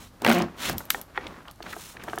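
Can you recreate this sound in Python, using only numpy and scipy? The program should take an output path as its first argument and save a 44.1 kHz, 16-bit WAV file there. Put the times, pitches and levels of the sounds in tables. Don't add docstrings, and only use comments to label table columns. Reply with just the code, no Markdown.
import sys
import numpy as np
from scipy import signal
from scipy.fft import rfft, irfft
from scipy.io import wavfile
from scipy.ndimage import uniform_filter1d

SR = 44100
rng = np.random.default_rng(int(sys.argv[2]) if len(sys.argv) > 2 else 0)


def level_to_linear(level):
    exponent = np.asarray(level, float) / 20
    return 10 ** exponent


def output_pcm(signal):
    pcm = np.clip(np.atleast_2d(signal).T, -1, 1) * 32767
    wavfile.write(sys.argv[1], SR, np.round(pcm).astype(np.int16))


N = 97020

# f/Hz, level/dB
ROOM_COLOUR = [(21, -38), (36, 7.5), (217, -5.5), (531, -38.5), (4240, -24), (6560, -29), (11200, -30.5),
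               (15300, -31), (16500, -77)]
# t/s, flexing level/dB, grip rumble level/dB
BENDING = [(0, -43.5, -44), (.09, -57, -56), (.2, -52, -75), (.27, -24, -43), (.43, -33, -40),
           (.5, -47, -47), (.58, -45.5, -55.5), (.67, -35.5, -46), (.75, -36, -34), (.81, -49, -49),
           (.97, -43, -77), (1.06, -53.5, -58), (1.25, -40.5, -45.5), (1.46, -52, -90), (1.56, -57.5, -85),
           (1.68, -44, -59), (1.87, -52.5, -75), (2.1, -44.5, -56)]
# f/Hz, level/dB
BOARD_COLOUR = [(71, -26), (120, -1), (225, 1), (388, -1), (423, -3.5), (564, -3), (1280, -5.5), (1540, -9),
                (7000, -32.5), (9100, -75), (15400, -120)]
# start t/s, loudest t/s, end t/s, level/dB, dullness/dB
FINGER_SLIDES = [
    (-.08, 0.036, 0.12, -50, 0),
    (0.208, 0.32, 0.48, -38, 2),
    (0.556, 0.66, 0.76, -29, 2),
    (0.757, 0.78, 0.93, -58.5, -7.5),
    (0.894, 0.906, 1.052, -49.5, -8.5),
    (1.096, 1.25, 1.6, -60.5, 2),
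    (1.578, 1.725, 1.73, -47, 3),
    (1.637, 1.85, 2.003, -45, -2),
    (1.956, 2.156, 2.21, -59.5, -8.5),
]
# f/Hz, level/dB
SKIN_COLOUR = [(590, -25), (1000, -2), (4180, -1.5), (4760, -8.5), (5230, -4.5), (6530, -4.5),
               (14700, -11.5), (15900, -11), (16500, -42)]
# start t/s, length/s, rms level/dB, centre f/Hz
CARD_SCUFFS = [(0.269, 0.095, -28.5, 2250), (0.333, 0.084, -32, 1900), (0.885, 0.011, -46, 1160),
               (1.143, 0.059, -39, 1530), (1.267, 0.0067, -35.5, 2630), (1.479, 0.0076, -38, 2460),
               (1.624, 0.005, -38, 2600), (1.645, 0.063, -41, 1180), (1.725, 0.022, -33.5, 1490),
               (1.967, 0.0081, -33, 1480), (1.994, 0.015, -40.5, 1640), (2.007, 0.032, -43, 2170),
               (2.034, 0.015, -41.5, 1310), (2.085, 0.019, -43, 1200), (1.454, .012, -45, 1230),
               (1.461, 0.055, -41.5, 960), (1.2, 0.091, -46.5, 1800), (1.297, 0.12, -50, 1310),
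               (1.39, 0.045, -49.5, 1200), (2.096, .007, -44.5, 2300), (0.971, 0.044, -41.5, 700),
               (1.494, 0.014, -49, 2780)]
# t/s, peak level/dB, tilt/(dB per octave), pitch ratio
PANEL_POPS = [
    (.6965, -11, 2.5, 1.02),
    (.9459, -10.5, 4, 1.15),
    (1.1762, -7.5, 4, 1.18),
    (1.6042, -25.5, -2, 1.01),
    (1.7653, -23.5, -2, 1),
    (2.0793, -21, -1, 1.01),
    (2.0824, -21.5, -0.5, 1.01),
    (2.0845, -19.5, 4.5, 1.09),
    (2.1326, -14.5, 0.9, 0.98),
    (2.1774, -13.5, 1, 1.06),
]
# f/Hz, level/dB, time to fall 60 dB/s
POP_TONES = [(340, -0.5, 0.071), (437, -3.5, 0.072), (700, 6.5, 0.025), (853, -7, 0.028), (1200, -8, 0.041),
             (1610, -4, 0.036), (2100, -11.5, .015), (2900, -8, 0.0088)]
# f/Hz, level/dB, time to fall 60 dB/s
PANEL_TONES = [(136, -39, 0.14), (182, 0, 0.079), (239, 2, 0.15), (341.6, -7.5, 0.17), (415, 1, 0.049),
               (598, -0.5, 0.064), (724, -1, 0.066), (877, 6.5, 0.021), (1101, -4.5, 0.065),
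               (1370, 6.5, 0.012), (1580, 1, 0.047), (2014, 10.5, 0.019), (2470, -3.5, 0.004),
               (3000, 10, 0.0031)]
# t/s, slip rate/Hz, level/dB
SEAM_CREAK = [
    (.262, 106.5, -30),
    (.28, 120.6, -17),
    (.325, 121, -25),
    (.345, 180, -23),
    (.395, 185, -27),
    (.415, 115, -23),
    (.447, 78, -31.5),
    (.46, 88, -34),
    (.5, 77.5, -46),
]
# t/s, peak level/dB, centre f/Hz
GLUE_SNAPS = [(0.219, -27, 8310), (0.2457, -16.5, 6030), (0.2634, -18, 5670), (0.274, -20, 6450),
              (0.286, -26, 5970), (0.2936, -16.5, 8900), (0.2988, -18.5, 6190), (0.3144, -17, 4250),
              (0.3232, -16.5, 6800), (0.3302, -17.5, 6060), (0.3466, -19.5, 6760), (0.385, -20.5, 7500),
              (0.4194, -29, 6050), (0.6956, -15, 5360), (0.7282, -26, 5140), (0.7807, -11.5, 12700),
              (0.853, -29.5, 12900), (0.9027, -15.5, 4650), (0.9029, -5.5, 12900), (1.0133, -22.5, 12300),
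              (1.2676, -52, 4800), (1.4785, -43, 4570), (1.511, -30, 11200), (1.6265, -35, 5160),
              (1.7281, -28, 5000), (2.0366, -29, 7400), (2.185, -24, 7000), (1.278, -40.5, 5000),
              (1.43, -52, 3500), (1.558, -46, 4500), (1.7635, -38, 13000), (2.157, -32, 6000),
              (1.164, -47, 4000), (.566, -49, 2000)]
# t/s, peak level/dB, centre f/Hz, length/ms
FIBRE_RIPS = [(0.218, -29.5, 2740, 4.7), (0.342, -24, 2800, 2.7), (.349, -30, 2200, 3),
              (0.359, -22, 1480, 4.3), (.368, -20, 1500, 6.1), (.39, -20, 1590, 4.2),
              (0.399, -24, 1900, 3.3), (0.411, -23, 1810, 3.4), (0.42, -23, 3000, 4.4),
              (0.9031, -8, 2080, 3.5), (0.9026, -10, 4960, 3.6), (1.6275, -31, 2900, 2.6),
              (1.662, -33, 1390, 4.5), (1.727, -29.5, 1660, 8.4), (1.968, -32, 1550, 3.2),
              (1.453, -39, 1240, 4.6)]
# t/s, peak level/dB, centre f/Hz, contact/ms
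PANEL_KNOCKS = [
    (0.219, -24, 637, 3.3),
    (0.401, -16.5, 750, 3.8),
    (.421, -32, 800, 3.3),
    (.696, -23, 503, 2),
    (0.804, -27.5, 860, 3.7),
    (0.9023, -14, 2400, 4),
]
# t/s, peak level/dB
SEAM_JERKS = [
    (0.247, -7.5),
    (0.263, -5.5),
    (0.276, -11.5),
    (0.284, -13),
    (0.293, -16),
    (0.3, -6.5),
    (0.313, -7.5),
    (0.324, -10.5),
]


def shape(x, points):
    p = np.array(points)
    f = np.arange(N // 2 + 1) * SR / N + 1
    gain_db = np.interp(np.log(f), np.log(p[:, 0]), p[:, 1], left=-80)
    y = irfft(rfft(x) * level_to_linear(gain_db), N)
    return y / np.std(y)


def walk(rate):
    hold = int(SR / rate)
    steps = np.repeat(rng.standard_normal(N // hold + 1), hold)
    return 1.3 * uniform_filter1d(uniform_filter1d(steps, hold), hold)[:N]


def curve(table, axis):
    p = np.array(table)
    return np.interp(np.arange(N) / SR, p[:, 0], p[:, axis])


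def band(x, hz, octaves):
    edges = np.clip([hz / 2 ** (octaves / 2), hz * 2 ** (octaves / 2)], 20, SR / 2.1)
    return signal.sosfilt(signal.butter(2, edges, "bandpass", fs=SR, output="sos"), x)


def steep_band(x, hz, octaves):
    return band(band(x, hz, octaves), hz, octaves)


def lowpass(x, hz):
    return signal.sosfilt(signal.butter(4, hz, fs=SR, output="sos"), x)


def decay(t, t60):
    return np.exp(-np.log(1000) * t / t60)


def add(out, s, x, db):
    i = int(s * SR)
    x = x[:N - i]
    out[i:i + len(x)] += x * level_to_linear(db) / np.max(np.abs(x))


def room_tone():
    return shape(rng.standard_normal(N), ROOM_COLOUR) * level_to_linear(-53.5 + 0.35 * walk(2.8))


def room_echo(box):
    t = np.arange(12000) / SR
    tail = rng.standard_normal(len(t)) * decay(t, 0.3) * (t > .004)
    return level_to_linear(-20) * signal.fftconvolve(box, tail / np.sqrt(np.sum(tail ** 2)))[:N]


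def bending():
    ticks_per_s, tick_ms, rumble_hz = 900, 2.5, 101.4
    tick_level = level_to_linear(0.71 * np.minimum(rng.exponential(size=N), 3.0))
    ticks = (rng.random(N) < ticks_per_s / SR) * tick_level
    gate = signal.lfilter([1], [1, -np.exp(-1000 / SR / tick_ms)], ticks)
    gate = uniform_filter1d(gate, size=40)
    crackle = (gate + 2.5) * rng.standard_normal(N)
    board = shape(crackle, BOARD_COLOUR) * level_to_linear(1.5 * walk(25))
    rumble = steep_band(rng.standard_normal(N), rumble_hz, 2.4)
    rumble_level = level_to_linear(curve(BENDING, axis=2) + 2 * walk(8.2))
    return level_to_linear(curve(BENDING, axis=1)) * board + rumble_level * rumble / np.std(rumble)


def slides():
    t = np.arange(N) / SR
    noise = rng.standard_normal(N) * level_to_linear(1.7 * walk(300) + 0.23 * walk(39.42))
    hiss = shape(noise, SKIN_COLOUR)
    dull = band(hiss, 1270, 4.58)
    out = np.zeros(N)
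    for start, loudest, end, db, dull_db in FINGER_SLIDES:
        swell = np.sin(np.pi / 2 * np.interp(t, [start, loudest, end], [0, 1, 0])) ** 2.1
        stroke = hiss * level_to_linear(-dull_db) + dull * (level_to_linear(dull_db) - level_to_linear(-dull_db))
        out += swell * level_to_linear(db) * stroke
    return out


def scuffs():
    out, t = np.zeros(N), np.arange(N) / SR
    grit = rng.standard_normal(N) * level_to_linear(4.1 * walk(500))
    for s, length, db, hz in CARD_SCUFFS:
        colour = band(grit, hz, 1.12)
        swell = np.interp(t, [s, s + 0.31 * length, s + length], [0, 1, 0])
        out += level_to_linear(db) * swell * colour / np.std(colour)
    return out


def pops():
    blow_hz, blow_ms, blow_db = 1027, 0.62, 4
    lag_ms = 0.63
    out, t = np.zeros(N), np.arange(3000) / SR
    mode_hz, mode_db, t60 = np.array(POP_TONES).T[:, :, None]
    late = t - .0009
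    for s, db, tilt_db, ratio in PANEL_POPS:
        f = mode_hz * ratio * (1 + .015 * rng.standard_normal(mode_hz.shape))
        rise = 1 - np.exp(-(t * 1000 / lag_ms * (f / 1000) ** 2) ** 2)
        waves = np.cos(2 * np.pi * f * late) * decay(t, t60)
        mode_level = level_to_linear(mode_db + tilt_db * np.log2(mode_hz / 1000))
        ringing = np.sum(mode_level * rise * waves, axis=0)
        hard = 2 ** (tilt_db / 6)
        bump = np.exp(-(late * 1000 * hard / blow_ms) ** 2)
        blow = level_to_linear(blow_db) * np.cos(2 * np.pi * blow_hz * hard * late) * bump
        add(out, s, lowpass(blow + ringing, 4260), db)
    return out


def ring(centre_hz, chance, width_oct):
    late_lows_db, lag_cycles = -2.5, 1
    hz, db, t60 = np.repeat(np.array(PANEL_TONES), 2, axis=0).T[:, :, None]
    t = np.arange(5000) / SR
    hz = hz * (1 + .035 * chance[0][:, None])
    lows = level_to_linear(late_lows_db) * (hz < 500) * (hz > 200) * min(800 / centre_hz, 1) ** 2
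    distance = np.log2(hz / centre_hz)
    below_db = -6 * (np.minimum(distance, 0) / width_oct) ** 2
    above_db = -7.5 * (np.maximum(distance, 0) / 1.4 / width_oct) ** 4
    hump = level_to_linear(below_db + above_db)
    rise = 1 - np.exp(-(t * hz / lag_cycles) ** 2)
    direction = np.sign(chance[2][:, None] + 1)
    waves = np.sin(2 * np.pi * hz * t) * decay(t, t60) * direction
    level = level_to_linear(db + chance[1][:, None])
    out = band(np.sum(level * (hump + lows * rise) * waves, axis=0), centre_hz, 3.7)
    return lowpass(out, min(2.34 * centre_hz * width_oct / 0.86, 9000))


def creak():
    grit_ms, grit_db = 4.4, -8
    t = np.arange(N) / SR
    phase = np.cumsum(curve(SEAM_CREAK, axis=1) * (1 + .025 * walk(90))) / SR
    slips = np.diff(np.floor(phase), prepend=0) * level_to_linear(2 * walk(148.1))
    active = (t > SEAM_CREAK[0][0]) * (t < SEAM_CREAK[-1][0])
    drive = slips * level_to_linear(curve(SEAM_CREAK, axis=2)) * active
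    chance = rng.standard_normal((3, 2 * len(PANEL_TONES)))
    body = band(ring(343, chance, 1.77), 610, 4.33)
    body_gain = np.sqrt(SR / 150 / np.sum(body ** 2))
    gate = signal.lfilter([1], [1, -np.exp(-1000 / SR / grit_ms)], drive)
    grit = steep_band(gate * rng.standard_normal(N), 2200, 1.0) * level_to_linear(grit_db + 7)
    return grit + signal.fftconvolve(drive, body)[:N] * body_gain


def snaps():
    burst_ms, tail_ms, tail_db = 0.8, 13.5, -29
    out, t = np.zeros(N), np.arange(2500) / SR
    for s, db, hz in GLUE_SNAPS:
        fall = np.exp(-t * 1000 / burst_ms) + level_to_linear(tail_db) * np.exp(-t * 1000 / tail_ms)
        burst = rng.standard_normal(len(t)) * (1 - np.exp(-t / 0.0012)) * fall
        fizz = 1.83 * min(7000 / hz, 1) ** 2 * band(burst, 10300, 4.3)
        add(out, s + 0.00061, band(burst, hz, 0.36) + fizz, db)
    return out


def tearing():
    out, t = np.zeros(N), np.arange(900) / SR
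    jerk_rips = [(s, db - 6.5, 2140, 4.4) for s, db in SEAM_JERKS]
    for s, db, hz, ms in jerk_rips + FIBRE_RIPS:
        u = t * 1000 / ms
        noise = rng.standard_normal(len(t)) * np.minimum(5 * u, 1) * np.exp(-u ** 2.8)
        add(out, s, steep_band(noise, hz, 2.16), db)
    return out


def knocks():
    rise_s, rattle_db, rattle_hz = .0012, -10, 3370
    out, t = np.zeros(N), np.arange(800) / SR
    rows = [(s, db, hz, ms, 0.86) for s, db, hz, ms in PANEL_KNOCKS]
    rows += [(s, db, 1170, 2.6, 1.5) for s, db in SEAM_JERKS]
    for s, db, hz, ms, width_oct in rows:
        chance = rng.standard_normal((3, 2 * len(PANEL_TONES)))
        noise = rng.standard_normal((2, len(t)))
        fade = np.exp(-t * 1000 / max(ms, .1))
        push = (t == 0) + 0.092 * fade * noise[0] ** 3 / 3
        add(out, s + rise_s, signal.fftconvolve(ring(hz, chance, width_oct), push), db)
        rattle = band(fade * noise[1], rattle_hz * hz / 2000, 1.0)
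        add(out, s + rise_s, rattle, db + rattle_db)
    return out


def scene():
    box = bending() + slides() + scuffs() + pops() + creak() + snaps() + tearing() + knocks()
    return (box + room_echo(box) + room_tone())[None]


def low_pass(x):
    return signal.sosfilt(signal.butter(12, 16810, fs=SR, output="sos"), x)


def record(dry):
    rounded = np.tanh(1.24 * dry) / 1.368
    cut = signal.ellip(8, .3, 45, 15900, fs=SR, output="sos")
    return low_pass(signal.sosfilt(cut, rounded))


dry = scene()
out = record(dry)
output_pcm(out)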